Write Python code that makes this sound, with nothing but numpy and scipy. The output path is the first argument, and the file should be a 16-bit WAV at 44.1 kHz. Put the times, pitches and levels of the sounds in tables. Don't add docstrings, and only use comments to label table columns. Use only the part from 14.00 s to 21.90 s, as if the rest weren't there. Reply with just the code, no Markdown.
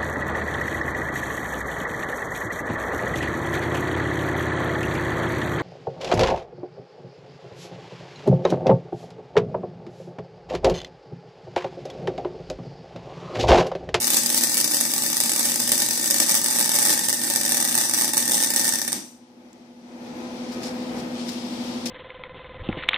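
import sys
import numpy as np
from scipy import signal
from scipy.fft import rfft, irfft
from scipy.io import wavfile
from scipy.ndimage import uniform_filter1d, minimum_filter1d

SR = 44100
rng = np.random.default_rng(int(sys.argv[2]) if len(sys.argv) > 2 else 0)


def elevation(decibels):
    levels = np.asarray(decibels, float)
    return 10 ** (levels / 20)


def store_pcm(level_fs):
    pcm = np.round(np.clip(level_fs, -1, 1) * 32767).astype(np.int16)
    wavfile.write(sys.argv[1], SR, np.atleast_2d(pcm).T)


N = 348390
T = np.arange(N) / SR

RIPPLE_HZ, RIPPLE_START_S = 120.0, 0.0022
ARC_END_S = 4.93

# start_s, pocket_strength_db, turned_aside (0-1)
MASK_TURN = [
    (0.0, -2, 0.16),
    (1.9, -0.5, 0.12),
    (2.6, 1.5, 0.53),
    (3.2, 0.5, 0.6),
    (4.93, 1.5, 0.88),
]
# pitch_hz, likeness (0-1)
ARC_SAME = [(60, 0.8), (180, 0.87), (550, 0.96), (1100, 0.23), (1900, 0.535), (2600, 0.14), (4970, 0.6),
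            (15000, 0.015)]
# pitch_hz, likeness (-1 to 1)
AIR_SAME = [(60, 0.28), (180, 1), (550, 0.63), (1650, -0.3), (4970, 0.033), (15000, 0.25)]
# pitch_hz, level_db
ROAR = [(30, -86), (90, -23), (150, -11.5), (230, -3), (275, -5), (315, -0.5), (420, -19.5), (600, -18),
        (1000, -22.5)]


def evened(x):
    return x / np.sqrt(np.mean(x ** 2) + 1e-20)


def read(points, hz):
    f, value = np.transpose(points)
    return np.interp(np.log(hz + 1), np.log(f + 1), value)


def columns(rows):
    s, *values = np.transpose(rows)
    return [np.interp(T, s, v) for v in values]


def causal(gain):
    log_gain = np.log(np.r_[gain, gain[-2:0:-1]] + 1e-5)
    return np.fft.ifft(np.exp(np.conj(signal.hilbert(log_gain)))).real[:len(gain)]


def pair(same, count):
    a, b = rfft(rng.standard_normal((2, count)))
    likeness = np.clip(read(same, np.fft.rfftfreq(count, 1 / SR)), -1, 1)
    return irfft(np.array([a, likeness * a + np.sqrt(1 - likeness ** 2) * b]), count)


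def shaped(x, spectrum):
    return evened(irfft(rfft(x) * elevation(read(spectrum, np.fft.rfftfreq(N, 1 / SR))), N))


def wander(per_s):
    knots = rng.standard_normal(int(N / SR * per_s) + 3)
    return evened(np.interp(T * per_s, np.arange(len(knots)), knots))


def idle():
    release_s, recovery_s = 5.82, 0.29
    back = 1 - np.exp(-np.maximum(T - release_s, 0) / recovery_s)
    creep_db = 4 * (np.clip(T, ARC_END_S, release_s) - ARC_END_S)
    clear = (1 + np.tanh((T - 7.16) / 0.091)) / 2
    air_db = -57.5 + creep_db + 16 * back - 2.5 * clear
    treble_db = -11 + 6.5 * clear
    hum_db = 3.5 + 2 * clear
    blade_db = -4 + 4.5 * back - 5.5 * clear
    return air_db, treble_db, hum_db, blade_db


def shop():
    # pitch_hz, level_db
    air_low = [(20, -38.5), (60, -14.5), (112, -15), (170, -6), (225, 2.5), (280, -5), (325, 3),
               (400, -6.5), (520, -7), (700, -7.5), (900, -9), (1150, -17.5), (2500, -20), (3500, -42)]
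    air_high = [(710, -28), (1200, 0), (1660, -16), (1790, -9), (3180, 0.5), (5300, -0.5), (6510, -7.5),
                (13900, -18), (15500, -25), (16000, -63)]
    # pitch_hz, left_right_db
    air_pan = [(60, 0.45), (150, 1.7), (380, 0.46), (950, 1.4), (2380, 6), (5980, 6.1), (15000, 0.85)]
    tone_hz = [119.99, 239.98, 252.57, 505.14, 757.7, 861, 1010.3, 1262.9]
    # level_db, waver_db
    tone_levels = [(-21.5, 1.5), (0, -1), (-3.5, 0.5), (-7.5, 1), (-24.5, 1), (-15.5, 1.5), (-27, 4.5),
                   (-26.5, 2.5)]
    in_step_s = 6.977
    mask_off_s = 6.45
    pocket_hz, pocket_width_hz, pocket_db = 6000, 370, 5

    air_db, treble_db, hum_db, blade_db = idle()
    hz = np.fft.rfftfreq(N, 1 / SR)
    air = shaped(pair(AIR_SAME, N), air_low) * elevation(4.0 + wander(6.6))
    air += shaped(pair(AIR_SAME, N), air_high) * elevation(treble_db + 3.5 + 1.1 * wander(15))

    inside = np.clip((mask_off_s + 0.3 - T) * 5, 0, 1)
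    pocket = (elevation(pocket_db) - 1) / (1 + (2 * (hz - pocket_hz) / pocket_width_hz) ** 2)
    air += inside * irfft(rfft(air) * pocket, N)
    lean_db = read(air_pan, hz) / 2
    air = irfft(rfft(air) * elevation(np.array([lean_db, -lean_db])), N)

    tones = []
    for pitch_hz, (level_db, waver_db) in zip(tone_hz, tone_levels):
        wave = np.sin(2 * np.pi * pitch_hz * (T - in_step_s))
        tones.append(elevation(level_db + waver_db * wander(8.5)) * wave)
    tones[5] = tones[5] * np.clip((mask_off_s - T) * 5, 0, 1)
    hum = sum(tones[:3]) + tones[5] + elevation(blade_db) * sum(tones[3:5] + tones[6:])
    hum_lean = elevation(np.array([[0.6], [-0.6]]))
    return elevation(air_db) * (air + np.sqrt(2) * elevation(hum_db) * hum * hum_lean)


def tick():
    # pitch_hz, level_db
    tick_colour = [(1500, -19), (4500, -12), (6000, -2), (7000, 2), (8500, -8.5), (12000, -14),
                   (16000, -16)]
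    since = np.maximum(T - 5.5305, 0) / 0.0006
    return elevation(-44) * np.e * since * np.exp(-since) * shaped(rng.standard_normal((2, N)), tick_colour)


def rustles():
    # start_s, rise_s, fall_s, level_db, left_right_db
    touches = [
        (6.53, 0.018, 0.034, -44.5, 5.5),
        (6.661, 0.032, 0.039, -35.5, 3.5),
        (7.0, 0.046, 0.03, -46.5, 6),
        (7.154, 0.0012, .003, -42, 8.),
        (7.292, 0.024, 0.049, -39.5, 10.5),
        (7.859, 0.0028, 0.029, -30, 7),
    ]
    # pitch_hz, level_db
    plastic = [(880, -48), (1500, -9), (2190, -9), (2410, -12), (5440, 0.5), (6060, -6.5), (13000, -16),
               (16000, -20)]
    strength = np.zeros((2, N))
    for s, rise, fall, db, lean in touches:
        swell = np.exp(-((T - s) / rise) ** 2)
        fade = np.exp(-np.maximum(T - s, 0) / fall)
        sides = elevation(np.array([[db + lean / 2], [db - lean / 2]]))
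        strength += np.where(T < s, swell, fade) * sides
    return strength * shaped(rng.standard_normal((2, N)), plastic) * elevation(2.0 * wander(300))


def thud():
    since = np.maximum(T - 4.94, 0)
    shape = (1 - np.exp(-since / 0.0044)) * np.exp(-since / 0.068)
    return elevation(-30) * shaped(pair(AIR_SAME, N), ROAR) * shape


def load_hum():
    # pitch_hz, level_db (rms)
    load_tones = [(120, -56.5), (240, -41.5), (360, -56)]
    on = np.exp(-np.maximum(T - ARC_END_S, 0) / 0.042)
    hum = 0
    for hz, db in load_tones:
        hum = hum + np.sqrt(2) * elevation(db + wander(9.1)) * np.sin(2 * np.pi * hz * T)
    return on * hum


def roar(drive, bass_db):
    power = signal.lfilter([1], [1, -np.exp(-1 / (0.0112 * SR))], drive ** 2) + 1e-12
    after = np.exp(-np.maximum(T - ARC_END_S, 0) / 0.12)
    return elevation(-37.5 + bass_db) * shaped(pair(ARC_SAME, N), ROAR) * evened(power ** 0.24 * after)


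def tail():
    # pitch_hz, t60_s
    shop_t60 = [(660, 0.41), (1740, 0.3), (3600, 0.37), (6500, 0.5), (9000, 0.42), (13000, 0.24)]
    tail_db, gap_s = np.array([-0.5, -3.0]), 0.0011
    t = np.arange(SR // 2) / SR
    hz, frame_s, z = signal.stft(pair(ARC_SAME, len(t)), SR, nperseg=256)
    decay = elevation(-60 * frame_s / read(shop_t60, hz)[:, None])
    taps = signal.istft(z * decay, SR, nperseg=256)[1][:, :len(t)]
    taps = taps * (1 - np.exp(-t / gap_s))
    return elevation(tail_db)[:, None] * taps / np.linalg.norm(taps, axis=1, keepdims=True)


def rattle():
    fall_s, late_s = np.array([[0.0015], [0.0006]]), np.array([[0.0007], [0.00015]])
    direct, low_share = np.array([[0.5], [0.95]]), 0.66
    since = np.maximum(np.arange(600) / SR - late_s, 0) / fall_s
    z = rfft(rng.standard_normal(since.shape) * since ** 0.5 * np.exp(-since))
    z = z / np.sqrt(uniform_filter1d(abs(z) ** 2, size=21, axis=1))
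    low = 1 / (1 + (np.fft.rfftfreq(600, 1 / SR) / 1900) ** 4)
    click = np.zeros(since.shape)
    click[[0, 1], [6, 0]] = 1
    mixed = z * (1 - low) + rfft(click) * (direct + low_share * low)
    return np.roll(irfft(mixed, 600), 30, axis=1)


def shell(x, share):
    late = signal.sosfilt(signal.butter(2, 1300, fs=SR, output="sos"), x)
    return x - share * np.roll(late, round(0.0027 * SR))


def port(x, spectrum, pockets):
    hz = np.fft.rfftfreq(8192, 1 / SR)
    pocket_db, turned = columns(MASK_TURN)
    plain = signal.oaconvolve(x, causal(elevation(read(spectrum, hz))))[:N]

    def resonance(db_column):
        lift = np.ones(len(hz))
        for pocket in pockets:
            bell = 1 + (2 * (hz - pocket[0]) / pocket[1]) ** 2
            lift = lift * (1 + (elevation(pocket[db_column]) - 1) / bell)
        return signal.oaconvolve(plain, causal(lift))[:N] - plain

    facing, aside = resonance(2), resonance(3)
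    return plain + elevation(pocket_db) * (facing + np.clip(turned, 0, 1) * (aside - facing))


def current():
    # start_s, level_db
    course = [(0.0, 6.5), (0.22, -4), (0.6, -3), (0.9, 0), (1.2, -3), (1.62, 0.5), (1.8, 1), (2.0, -4.5),
              (2.31, 5), (2.43, -2), (2.6, 2.5), (2.88, 2.5), (3.2, -0.5), (3.5, 0), (3.8, 0.2),
              (4.4, -0.5), (4.68, -2), (4.93, -12.5)]
    # restrike_s, dimming_db
    shorts = [(0.101, 30.5), (.167, 18.5), (.344, 5.5), (.435, -2.5), (.569, 2), (.643, 8), (.81, -5),
              (.936, -0.5), (1.202, 24), (1.294, 13), (1.675, 19), (1.718, 7), (1.819, 7), (1.886, 21),
              (2.102, 11), (2.351, 13.5), (2.559, 3.5), (2.692, 2), (2.819, 17), (3.084, 5.5), (3.127, 19),
              (3.215, 13.5), (3.359, -2.5), (3.776, 7), (3.936, 12), (4.134, 17), (4.168, 11), (4.278, 3.5),
              (4.561, 14.5), (4.928, 6)]
    dim_db = sum(db * np.exp(-abs(s - T) / 0.026) * (T < s - 0.001) for s, db in shorts)
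    return columns(course)[0], dim_db


def droplets(strength_db, pop_db):
    # start_s, peak_db
    drops_1 = [(0.0175, -14), (0.043, -10), (0.0696, -9.5), (0.0772, -8.0), (0.1027, -6.0), (0.1339, -12),
               (0.1429, -8), (0.1674, -7.5), (0.2337, -12.5), (0.26, -9), (0.267, -11.5), (0.2928, -12),
               (0.3008, -7.5), (0.3255, -13.5), (0.3444, -7.5), (0.3764, -11), (0.3832, -14.0),
               (0.4097, -10.5), (0.4358, -5), (0.444, -9.5), (0.4705, -13.0), (0.495, -12), (0.5178, -13.5),
               (0.5426, -11.5), (0.5696, -9.0), (0.5772, -8), (0.5856, -12.5), (0.6013, -9.5), (0.6107, -9),
               (0.6432, -6.5), (0.652, -15), (0.6764, -11), (0.7116, -12), (0.718, -12), (0.7354, -13),
               (0.7441, -8.5), (0.7686, -14), (0.81, -7.5), (0.8518, -10.5), (0.9173, -13.5), (0.9362, -8),
               (0.9623, -12.5), (0.9796, -11), (1.021, -11.5), (1.0358, -11.5), (1.062, -11),
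               (1.1006, -12.0), (1.1292, -10.0), (1.1434, -15), (1.16, -17), (1.1679, -8.5), (1.1762, -12),
               (1.202, -6.5), (1.2106, -9.5), (1.2363, -9.5), (1.2588, -11), (1.2939, -8.5), (1.3175, -8.5),
               (1.3338, -12)]
    drops_2 = [(1.3611, -9), (1.3778, -14), (1.3939, -8.5), (1.4079, -11.5), (1.4287, -12.5),
               (1.4541, -10.5), (1.4959, -12), (1.5106, -16.5), (1.5179, -11), (1.5416, -13.0),
               (1.5581, -10), (1.6008, -9.5), (1.6754, -12.5), (1.6924, -9), (1.7181, -4), (1.7264, -11.0),
               (1.7442, -14.5), (1.7539, -13.0), (1.778, -10), (1.7865, -16.5), (1.801, -11.5),
               (1.8193, -7), (1.8276, -12.5), (1.862, -12.0), (1.8863, -10.5), (1.9082, -9.5),
               (1.9328, -14.5), (1.9538, -15), (1.9753, -12.5), (1.9953, -13), (2.0123, -14.5),
               (2.0282, -12.0), (2.0418, -10), (2.0581, -11.5), (2.0753, -13.5), (2.1014, -9.5),
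               (2.1087, -5.5), (2.1173, -14.5), (2.1427, -7.5), (2.1615, -11.0), (2.1834, -10),
               (2.2005, -3), (2.2202, -13), (2.2275, -16.0), (2.2629, -14), (2.2683, -16.5), (2.2783, -14),
               (2.2852, -12.5), (2.2933, -7.5), (2.3017, -9.5), (2.3109, -8.5), (2.3187, -9.5),
               (2.3422, -8), (2.3514, -7), (2.3601, -13.0), (2.415, -13), (2.4363, -16.5), (2.4428, -10.0),
               (2.4512, -17)]
    drops_3 = [(2.4598, -8.5), (2.4685, -16), (2.4835, -12), (2.5028, -17.5), (2.509, -13), (2.533, -15.5),
               (2.5525, -13.5), (2.5596, -10.5), (2.5675, -17), (2.5773, -16), (2.5857, -10.5),
               (2.5932, -10), (2.6021, -9), (2.6103, -7.5), (2.6426, -14), (2.652, -14.5), (2.6922, -9.5),
               (2.7007, -18), (2.7103, -16), (2.717, -11), (2.7357, -14), (2.742, -10.0), (2.7519, -9),
               (2.7608, -8), (2.7688, -16), (2.7862, -7.5), (2.7931, -10.5), (2.802, -12), (2.8106, -13.5),
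               (2.8187, -13), (2.826, -9.0), (2.8343, -17.5), (2.8518, -7), (2.8605, -9), (2.8705, -10),
               (2.8841, -11.5), (2.8937, -8.5), (2.9024, -7.0), (2.911, -14.5), (2.927, -9),
               (2.9363, -10.5), (2.9443, -14.0), (2.9918, -11), (3.01, -15.0), (3.0355, -19),
               (3.0422, -16.5), (3.0848, -9.5), (3.0941, -11), (3.1014, -10.5), (3.1273, -9.5),
               (3.1357, -14), (3.1434, -15.5), (3.2148, -15), (3.2354, -12.5), (3.2436, -18),
               (3.269, -17.0), (3.2774, -18), (3.3002, -9), (3.3091, -13.5)]
    drops_4 = [(3.3362, -13.5), (3.3594, -6.0), (3.3681, -14.5), (3.4009, -17), (3.4112, -11.0),
               (3.4331, -14.5), (3.4508, -11), (3.4612, -11.5), (3.492, -11), (3.5023, -15), (3.5199, -7.5),
               (3.5286, -15), (3.5446, -10), (3.5533, -18.5), (3.5606, -16.5), (3.5694, -8.5),
               (3.5761, -12.0), (3.6012, -10.0), (3.611, -12), (3.6255, -12), (3.6441, -13.5),
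               (3.6498, -10), (3.659, -18), (3.6751, -13), (3.6855, -11), (3.7108, -15.0), (3.718, -16.0),
               (3.7256, -12), (3.7434, -12.5), (3.7518, -8.5), (3.7611, -17), (3.7688, -15.5),
               (3.777, -7.5), (3.7849, -9.5), (3.7947, -16.5), (3.811, -11), (3.8195, -13.5),
               (3.8367, -12.5), (3.8866, -17), (3.8952, -11), (3.9105, -14.5), (3.9363, -8.5),
               (3.944, -9.5), (3.952, -16.5), (3.9685, -15), (3.976, -12.5), (3.986, -10.5),
               (3.9941, -14.5), (4.0026, -15.0), (4.0107, -8.5), (4.0192, -10.5), (4.0348, -15),
               (4.0443, -10.0), (4.0525, -14.0), (4.0785, -12), (4.0902, -14), (4.1346, -9.5),
               (4.1436, -15), (4.1599, -18)]
    drops_5 = [(4.1694, -7.5), (4.1773, -8.0), (4.1858, -17.5), (4.1934, -13.5), (4.2018, -16),
               (4.2185, -18), (4.2246, -13), (4.254, -14), (4.2778, -11), (4.2871, -15.5), (4.295, -11.5),
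               (4.3106, -11.5), (4.318, -9), (4.3349, -11.5), (4.3432, -8), (4.351, -12.5), (4.3592, -15.5),
               (4.3782, -13), (4.3872, -15.0), (4.395, -19.0), (4.4021, -10.5), (4.4105, -13.5),
               (4.4194, -13.5), (4.4261, -10.0), (4.4356, -8.5), (4.4444, -10.5), (4.4715, -14),
               (4.5035, -10.5), (4.5124, -19), (4.5367, -11.0), (4.545, -15.5), (4.561, -7.0),
               (4.5686, -10.0), (4.5767, -13), (4.5859, -17), (4.5947, -9), (4.6021, -12.5), (4.6123, -13),
               (4.636, -17), (4.6437, -10.5), (4.652, -11), (4.669, -11.5), (4.6783, -11), (4.6858, -13),
               (4.6911, -11), (4.7008, -20.5), (4.7234, -12.0), (4.7357, -11.5), (4.746, -15),
               (4.7554, -14.0), (4.786, -14), (4.7938, -17), (4.816, -11), (4.8246, -18), (4.8478, -18),
               (4.8777, -12), (4.8853, -16.5), (4.9195, -15.5), (4.9281, -10)]
    s, db = np.transpose(drops_1 + drops_2 + drops_3 + drops_4 + drops_5)

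    spatter_share, crest_jitter_s = 0.3, 0.001
    crest = np.arange(RIPPLE_START_S, ARC_END_S, 1 / RIPPLE_HZ)
    late, size = np.clip(rng.standard_normal((700, 2)), -2.5, 1.0)[:len(crest)].T
    at = np.clip((crest + crest_jitter_s * late) * SR, 0, N).astype(int)
    free = abs(crest[:, None] - s).min(1) > 0.005
    spatters = rng.random(len(at)) < spatter_share
    steps = np.zeros(N)
    steps[at] = free * spatters * elevation(strength_db[at] - 0.5 + 3.5 * size)

    burst_s, burst_steps, aftershock = 0.0018, 3, 0.9
    when, share = rng.random((len(s), 2, burst_steps)).transpose(1, 0, 2)
    first = np.arange(burst_steps) == 0
    when = when * ~first
    share = np.where(first, 1, aftershock * (share - 0.5))
    at = ((s[:, None] - 0.0002 + burst_s * when) * SR).astype(int)
    np.add.at(steps, at, share * elevation(1.067 * db + pop_db)[:, None])
    return steps


def strikes():
    course_db, dim_db = current()
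    sizzle_db = -17.5 - 1.9 * T + 0.8 * course_db - 0.4 * dim_db
    crest = np.arange(RIPPLE_START_S, ARC_END_S, 1 / RIPPLE_HZ)
    late, size = rng.standard_normal((700, 2))[:len(crest)].T
    at = np.clip((crest + 0.001 * late) * SR, 0, N).astype(int)
    train = np.zeros(N)
    train[at] = elevation(sizzle_db[at] + 9.0 + 3 * size)
    train += droplets(course_db - 1.3 * dim_db, pop_db=16.0)
    pulsing = 1 + 0.37 * np.cos(2 * np.pi * RIPPLE_HZ * (T - RIPPLE_START_S))
    hiss = elevation(sizzle_db - 8.0 + 3.7 * wander(40)) * pulsing * rng.standard_normal(N)
    return train + hiss * (T < ARC_END_S)


def arc():
    # pitch_hz, level_db
    left_colour = [(150, -28), (420, -14.5), (700, -20.5), (1200, -14), (2400, -4.5), (3200, -8.5),
                   (4300, -2.5), (6900, -1.5), (8400, -4.5), (11000, 0), (14500, -1.5), (15600, -1.5),
                   (16300, -38)]
    right_colour = [(150, -57.5), (420, -10.5), (900, -12), (1500, -17), (2400, -8.5), (3200, -9),
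                    (5000, -5.5), (6800, -5.5), (9500, 1.5), (11500, -3), (14500, -3), (15600, -8.5),
                    (16300, -58)]
    # pitch_hz, width_hz, facing_lift_db, aside_lift_db
    left_pockets = [(610, 82, 6, 4), (855, 275, 13.5, 18), (1813, 123, 11, 16.5), (3150, 250, -3, -5),
                    (3573, 160, 9.5, 12), (4993, 370, 9, 3.5), (5856, 334, 5.5, 12.5), (6250, 260, 7.5, 0),
                    (7870, 200, 10, 5.5)]
    right_pockets = [(572, 51, 8.5, 7), (1725, 280, 7, 14.5), (2360, 440, -6, -14), (7530, 260, 4.5, 1.5),
                     (7960, 400, 7, 3), (8550, 317, 7, 12), (9800, 1330, 1.5, -0.5)]
    count, turns_per_s = 8, 1.477

    pocket_db = columns(MASK_TURN)[0]
    drive = strikes()
    cycle = (T * RIPPLE_HZ + 0.3).astype(int)
    choice = rng.integers(0, count, cycle[-1] + 1)[cycle]
    both = np.zeros((2, N))
    for k in range(count):
        both += signal.oaconvolve((drive * (choice == k))[None], rattle(), axes=1)[:, :N]
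    for k in range(3):
        share = np.sqrt(2 / 3) * np.cos(np.pi * (turns_per_s * T + k / 3))
        both += signal.fftconvolve((drive * share)[None], tail(), axes=1)[:, :N]

    left = port(shell(both[0], 0.8), left_colour, left_pockets)
    right = port(shell(both[1], 0.2), right_colour, right_pockets)
    lean_db = (0.4 - 0.41 * T) / 2
    ports = np.array([left, right]) * elevation(np.array([lean_db, -lean_db]))
    return ports + roar(drive, 0.3 * pocket_db)


def scene():
    return arc() + load_hum() + thud() + shop() + rustles() + tick()


def starved(x):
    # pitch_hz, dip_db
    dip_loud = [(500, 9), (700, 5), (900, 7), (1100, 4.5), (1700, 7), (2400, 3.5), (2800, 4), (3050, 1.3),
                (3320, 1.3), (3500, 6), (4120, 2.8), (4600, 3.8), (5200, 5), (7000, 6), (14500, 5),
                (15200, 2), (15900, -3)]
    dip_quiet = [(3000, 30), (6000, 8), (9000, 3), (11000, 1), (14600, .6), (15100, -1), (15600, -9)]
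    size = 8
    hz, _, z = signal.stft(x, SR, nperseg=2048, noverlap=1536)
    bands = (abs(z[:, :1024]) ** 2).reshape(2, -1, size, z.shape[-1]).mean(2)
    bands = 0.5 * uniform_filter1d(bands + bands.mean(0), size=2, axis=2)
    band_db = 10 * np.log10(bands + 1e-20)
    frame_db = 10 * np.log10(bands[:, 24:90].mean((0, 1)) + 1e-20)
    band_db = band_db - np.median(band_db[:, :96], axis=1, keepdims=True)

    centre = hz[size // 2:1024:size]
    is_loud = uniform_filter1d(frame_db, size=41) > -59
    allowed = np.where(is_loud, read(dip_loud, centre)[:, None], read(dip_quiet, centre)[:, None])
    gone = band_db < uniform_filter1d(band_db, 25, 2) - allowed
    gain = minimum_filter1d(np.where(gone, elevation(-40), 1), size=3, axis=2)
    gain = np.repeat(gain, size, axis=1)
    gain = np.concatenate([gain, gain[:, -1:]], axis=1)
    return signal.istft(z * gain, SR, nperseg=2048, noverlap=1536)[1][:, :N]


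def roll_off(x):
    return signal.sosfilt(signal.butter(12, 16520, fs=SR, output="sos"), x)


def record(dry):
    edge = signal.firwin(255, 15900, window=("kaiser", 8), fs=SR)
    hissing = dry + elevation(-77) * rng.standard_normal(dry.shape)
    limited = signal.oaconvolve(np.clip(hissing, -1, 1), edge[None], "same")
    finished = starved(limited)
    return roll_off(finished)


dry = scene()
out = record(dry)
store_pcm(out)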